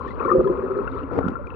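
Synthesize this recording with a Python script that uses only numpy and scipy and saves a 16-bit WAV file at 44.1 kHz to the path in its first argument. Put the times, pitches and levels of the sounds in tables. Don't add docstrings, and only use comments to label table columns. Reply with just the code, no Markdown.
import sys
import numpy as np
from scipy import signal
from scipy.fft import rfft, irfft, next_fast_len
from scipy.io import wavfile
from scipy.ndimage import uniform_filter1d

SR = 44100
rng = np.random.default_rng(int(sys.argv[2]) if len(sys.argv) > 2 else 0)


def dump_mix(stems):
    frames = np.atleast_2d(stems).T
    limited = np.clip(frames, -1, 1)
    pcm = np.round(limited * 32767).astype(np.int16)
    wavfile.write(sys.argv[1], SR, pcm)


N = 68355
TIME = np.arange(N) / SR


def undb(db):
    return 10 ** (np.asarray(db) / 20)


def unit(x):
    return x / np.sqrt(np.mean(x ** 2))


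def envelope(rows):
    return undb(np.interp(TIME, *np.array(rows).T))


def pan(db):
    return undb(np.array([[db], [-db]]) / 2)


def colour(x, points):
    hz, db = np.array(points).T
    size = 2 * next_fast_len(N)
    bin_hz = np.maximum(np.arange(size // 2 + 1) * SR / size, 1)
    gain = undb(np.interp(np.log(bin_hz), np.log(hz), db))
    cepstrum = irfft(np.log(gain))
    cepstrum[1:size // 2] *= 2
    cepstrum[size // 2 + 1:] = 0
    return irfft(rfft(x, size) * np.exp(rfft(cepstrum)))[:N]


def drift(per_s):
    hold = max(int(SR / per_s), 2)
    steps = np.repeat(rng.standard_normal(N // hold + 1), hold)
    return unit(uniform_filter1d(steps, hold)[:N])


def decay(start, t60):
    return (TIME > start) * np.exp(-np.log(1000) * np.abs(TIME - start) / t60)


def ring(start, hz, rise, t60):
    age = np.maximum(TIME - start, 0)
    cycles = np.cumsum(hz * np.diff(age, prepend=0))
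    swell = np.sin(np.pi / 2 * np.minimum(age / rise, 1)) ** 2
    damping = np.exp(-np.log(1000) * np.maximum(age - rise, 0) / t60)
    return swell * damping * np.sin(2 * np.pi * cycles)


def cloud(spectrum, low_hz, high_hz, cycles, spread_db, count):
    out = np.zeros(2 * N)
    for slot, (when, pitch, strength, polarity) in enumerate(rng.random((count, 4))):
        hz = low_hz * (high_hz / low_hz) ** pitch
        life = np.linspace(0, 1, int(np.clip(cycles * SR / hz, 8, N)))
        phase = 2 * np.pi * cycles * life * (1 + 0.044 * life)
        bubble = np.exp(-np.log(1000) * life) * np.sin(phase)
        gain = hz * np.sign(polarity - .5) * undb(spread_db * strength ** 2)
        at = int((slot + when) / count * N)
        out[at:at + len(life)] += gain * bubble
    return unit(colour(out[:N], spectrum))


# (time [s], level [dB])
GURGLE_LEVELS = [(0, -34.5), (.13, -38), (.23, -30.5), (.39, -21.5), (.44, -26.5), (.57, -31), (.8, -32),
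                 (.9, -35.5), (1.09, -35), (1.18, -28.5), (1.32, -36.5), (1.55, -44)]
# (frequency [Hz], gain [dB])
GURGLE_FILTER = [(90, -24), (150, -12.5), (220, -6), (275, -1.5), (315, -9), (390, -2.5), (450, 0),
                 (530, -2.5), (620, -15), (900, -29), (1500, -39.5)]
def gurgle():
    shared, left, right = (
        cloud(GURGLE_FILTER, low_hz=129.5, high_hz=898, cycles=6.9, spread_db=12.5, count=500)
        for _ in range(3))
    return unit(shared + undb(-3) * np.array([left, right])) * envelope(GURGLE_LEVELS)


# (frequency [Hz], gain [dB])
FAR_PORT_RESPONSE = [(700, -21), (1250, -22), (1800, -9.5), (2400, -15.5), (4000, -8)]
def far_port(near):
    return colour(near, FAR_PORT_RESPONSE)


def hollow_ring(start_hz=1049, first_second_climb_hz=274.5, width_hz=110):
    hz = start_hz + first_second_climb_hz * np.sqrt(TIME)
    phase = 2 * np.pi * np.cumsum(hz) / SR
    in_phase, quadrature = uniform_filter1d([drift(width_hz), drift(width_hz)], size=100)
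    return unit(in_phase * np.cos(phase) + quadrature * np.sin(phase))


# (time [s], level [dB])
FIZZ_LEVELS = [(0, -35), (.15, -37), (.21, -27.5), (.31, -29.5), (.37, -34.5), (.6, -31.5), (.86, -32.5),
               (.92, -35), (.99, -30.5), (1.08, -36), (1.26, -30.5), (1.41, -41), (1.55, -40)]
# (frequency [Hz], gain [dB])
FIZZ_FILTER = [(300, -22.5), (620, -14.5), (850, -9.5), (1060, 0.5), (1380, -4.5), (1600, -17), (2050, -26),
               (2650, -28), (3100, -47), (4300, -38.5), (5300, -60), (9000, -80.5)]
def fizz():
    near, stray = (
        cloud(FIZZ_FILTER, low_hz=542.4, high_hz=3487, cycles=28.5, spread_db=6.5, count=1700)
        for _ in range(2))
    left = unit(near + undb(-5.5) * hollow_ring())
    right = far_port(left) + undb(-18.5) * stray
    flutter = undb(drift(per_s=40))
    return np.array([left, right]) * envelope(FIZZ_LEVELS) * flutter


# (time [s], level [dB])
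CRACKLE_LEVELS = [(0, -66), (.1, -58.5), (.15, -67.5), (.37, -66), (.6, -69.5), (.85, -72.5), (1.0, -63),
                  (1.08, -79), (1.42, -79), (1.55, -70.5)]
# (frequency [Hz], gain [dB])
CRACKLE_FILTER = [(1800, -2.5), (2600, 4), (3200, -2), (4300, -1.5), (5200, -20), (7000, -22), (9000, -40)]
def crackle():
    ports = np.array([
        cloud(CRACKLE_FILTER, low_hz=2015, high_hz=6400, cycles=49, spread_db=14, count=1400)
        for _ in range(2)])
    clusters = undb(1.5 * drift(per_s=40))
    return ports * envelope(CRACKLE_LEVELS) * clusters * pan(db=8.5)


# (frequency [Hz], relative density [dB])
RUMBLE_SPECTRUM = [(15, -28.5), (30, -14.5), (52, 0), (80, -2.5), (120, -6.5), (200, -18), (400, -27),
                   (900, -74.5)]
def rumble():
    mid, side = (
        unit(colour(rng.standard_normal(N), RUMBLE_SPECTRUM) * undb(1.1 * drift(per_s=9.9)))
        for _ in range(2))
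    return undb(-41.5) * mid + undb(-35.5) * side * np.array([[1], [-1]])


def pinch_off(start, hz):
    burst = decay(start, t60=0.009) * rng.standard_normal(N)
    band = signal.butter(5, [hz / 2, 1.15 * hz], "band", fs=SR, output="sos")
    return signal.sosfilt(band, burst) * np.sqrt(SR / hz / 2)


# (start [s], frequency [Hz], relative level [dB], 60 dB decay time [s])
SMALL_BUBBLES = [(0.008, 1050, -20.5, 0.047), (0.046, 1043, -24, .06), (0.077, 1823, -35, 0.051),
                 (0.105, 2005, -37, 0.051), (0.197, 2520, -35.5, 0.021), (0.207, 1088, -21, 0.035),
                 (0.227, 1244, -20, 0.036), (0.246, 2260, -37.5, 0.031), (0.249, 1148, -15.5, 0.03),
                 (0.259, 1352, -19.5, 0.061), (0.28, 1063, -14.5, 0.088), (0.292, 1804, -26.5, 0.039),
                 (0.299, 1270, -16.5, 0.072), (0.3143, 1200, -7, 0.07), (0.775, 4180, -60, .025),
                 (0.402, 1210, -21.5, 0.016), (0.443, 1284, -25, .06), (0.473, 1014, -21.5, 0.09),
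                 (0.472, 1675, -35.5, 0.045), (0.473, 3270, -49.5, 0.018), (0.914, 3700, -53, 0.02),
                 (1.032, 2820, -46, 0.024), (0.787, 1327, -23.5, 0.047), (0.875, 1400, -19, 0.03),
                 (0.875, 2680, -35.5, 0.02), (1.229, 1345, -22.5, 0.081), (1.246, 1383, -26, 0.06),
                 (1.279, 1385, -23, 0.043), (1.354, 1376, -21.5, 0.074), (1.469, 2366, -36.5, 0.023),
                 (1.502, 2630, -38, .028), (1.539, 2660, -44.5, 0.027)]
def blips(glide_per_s=0.22):
    wobble = 0.012 * drift(per_s=400)
    near = np.zeros(N)
    for start, hz, db, t60 in SMALL_BUBBLES:
        gliding_hz = hz * (1 + wobble + glide_per_s * (TIME - start))
        tone = ring(start, gliding_hz, rise=0.0027, t60=t60)
        click = undb(-7.5) * (hz / 2500) ** 2 * pinch_off(start, hz)
        near += undb(db) * (tone + click)
    return undb(3) * np.array([near, far_port(near)])


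# (start [s], level [dB])
HOUSING_TICKS = [(0.079, -50), (0.106, -49), (0.247, -51), (0.506, -59), (1.284, -36.5), (1.471, -52.5)]
# (frequency [Hz], gain [dB])
TICK_FILTER = [(1000, -8), (3300, 4.5), (5000, -5.5), (8000, -9), (10000, -47.5)]
def ticks():
    bursts = sum(undb(db) * decay(start, t60=0.0059) for start, db in HOUSING_TICKS)
    return colour(bursts * rng.standard_normal(N), TICK_FILTER) * pan(db=14)


# (start [s], frequency [Hz], level [dB], rise [s], upper mode re lower mode [dB])
AIR_POCKETS = [(0.203, 439.4, -22, 0.0024, -22.5), (0.25, 359, -19, 0.0047, -8),
               (0.274, 466, -16, 0.0056, -10.5), (0.299, 360.3, -15, 0.04, -10.5),
               (0.340, 366.6, -9.5, 0.02, -2.5), (0.388, 360.3, -10, 0.0084, -5.5),
               (0.436, 389, -13.5, .034, -14), (0.496, 368, -10.5, 0.0038, -11),
               (0.572, 389, -21, .014, -13), (0.619, 376.4, -18, 0.023, -13), (0.692, 389, -18, 0.024, -10),
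               (0.755, 384.3, -19, 0.017, -8), (0.78, 389.5, -16, 0.012, -19.5),
               (0.86, 264.6, -32.5, 0.093, -10), (0.948, 411.3, -26, 0.0046, -10.5),
               (1.021, 276.3, -25.5, 0.021, -21.5), (1.135, 449.6, -24.5, 0.049, -17),
               (1.155, 274, -23.5, 0.039, -15.5), (1.388, 575, -30, 0.01, -28),
               (1.538, 434, -31.5, 0.0089, -22)]
def gulps(upper_mode_hz=521.6, left_lag_s=0.00027):
    throbs = np.zeros((2, N))
    for start, hz, db, rise, upper_db in AIR_POCKETS:
        own_hz, upper_hz = (f * (1 + 0.012 * drift(per_s=90)) for f in (hz, upper_mode_hz))
        arrivals = (start + left_lag_s, start)
        own = np.array([ring(at, own_hz, rise, t60=0.12) for at in arrivals])
        upper = np.array([ring(at, upper_hz, rise, t60=0.13) for at in arrivals])
        throbs += undb(db) * (own * pan(db=3) + undb(upper_db) * upper * pan(db=-5.5))
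    return throbs + undb(-64) * spray(throbs)


def spray(throbs):
    high_pass = signal.butter(2, 5000, "high", fs=SR, output="sos")
    return signal.sosfilt(high_pass, throbs * rng.standard_normal((2, N)))


# (start [s], frequency [Hz], level [dB], left minus right [dB])
EDDY_KNOCKS = [(0.378, 58.2, -18.5, -5.5), (0.381, 187, -16.5, 4), (0.438, 159.3, -21, 0),
               (0.531, 61.9, -29, 0), (0.963, 65.8, -27, 10), (1.036, 68.6, -29, 4), (0.503, 172, -29, 7.5),
               (1.24, 219.5, -16, 3), (1.251, 211, -17, 0.5), (1.262, 203, -14.5, -11),
               (1.282, 232, -14, -2.5), (1.294, 277, -18.5, 1), (1.317, 247, -21, -2)]
def thumps(decay_cycles=5.5):
    return sum(undb(db) * pan(pan_db) * ring(start, hz, rise=0.0039, t60=decay_cycles / hz)
               for start, hz, db, pan_db in EDDY_KNOCKS)


# (start [s], rise [s], release time constant [s], level [dB])
WATER_RUSHES = [(0.514, 0.0089, 0.01, -28.5), (1.107, 0.083, 0.023, -25), (1.276, 0.0086, 0.025, -25)]
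# (frequency [Hz], relative density [dB])
SWISH_SPECTRUM = [(100, 4.5), (250, 6), (450, 4.5), (750, -0.5), (1200, -8), (2000, -22.5), (3200, -36),
                  (6000, -49.5), (9000, -72.5)]
def swishes():
    flow = np.zeros(N)
    for start, rise, release, db in WATER_RUSHES:
        build = np.clip((TIME - start) / rise, 0, 1) ** 0.63
        fade = np.exp(-np.maximum(TIME - start - rise, 0) / release)
        flow += undb(db) * build * fade
    rough_noises = (rng.standard_normal(N) * undb(4.2 * drift(per_s=200)) for _ in range(2))
    churn = np.array([unit(colour(noise, SWISH_SPECTRUM)) for noise in rough_noises])
    return flow * churn * pan(db=9.5)


def scene():
    return gulps() + blips() + thumps() + gurgle() + fizz() + crackle() + swishes() + rumble() + ticks()


def record(dry, low_cut_hz=45, high_cut_hz=12500):
    high_pass = signal.butter(2, low_cut_hz, "high", fs=SR, output="sos")
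    low_pass = signal.ellip(8, .2, 70, high_cut_hz, fs=SR, output="sos")
    return signal.sosfilt(low_pass, signal.sosfilt(high_pass, dry))


dry = scene()
out = record(dry)
dump_mix(out)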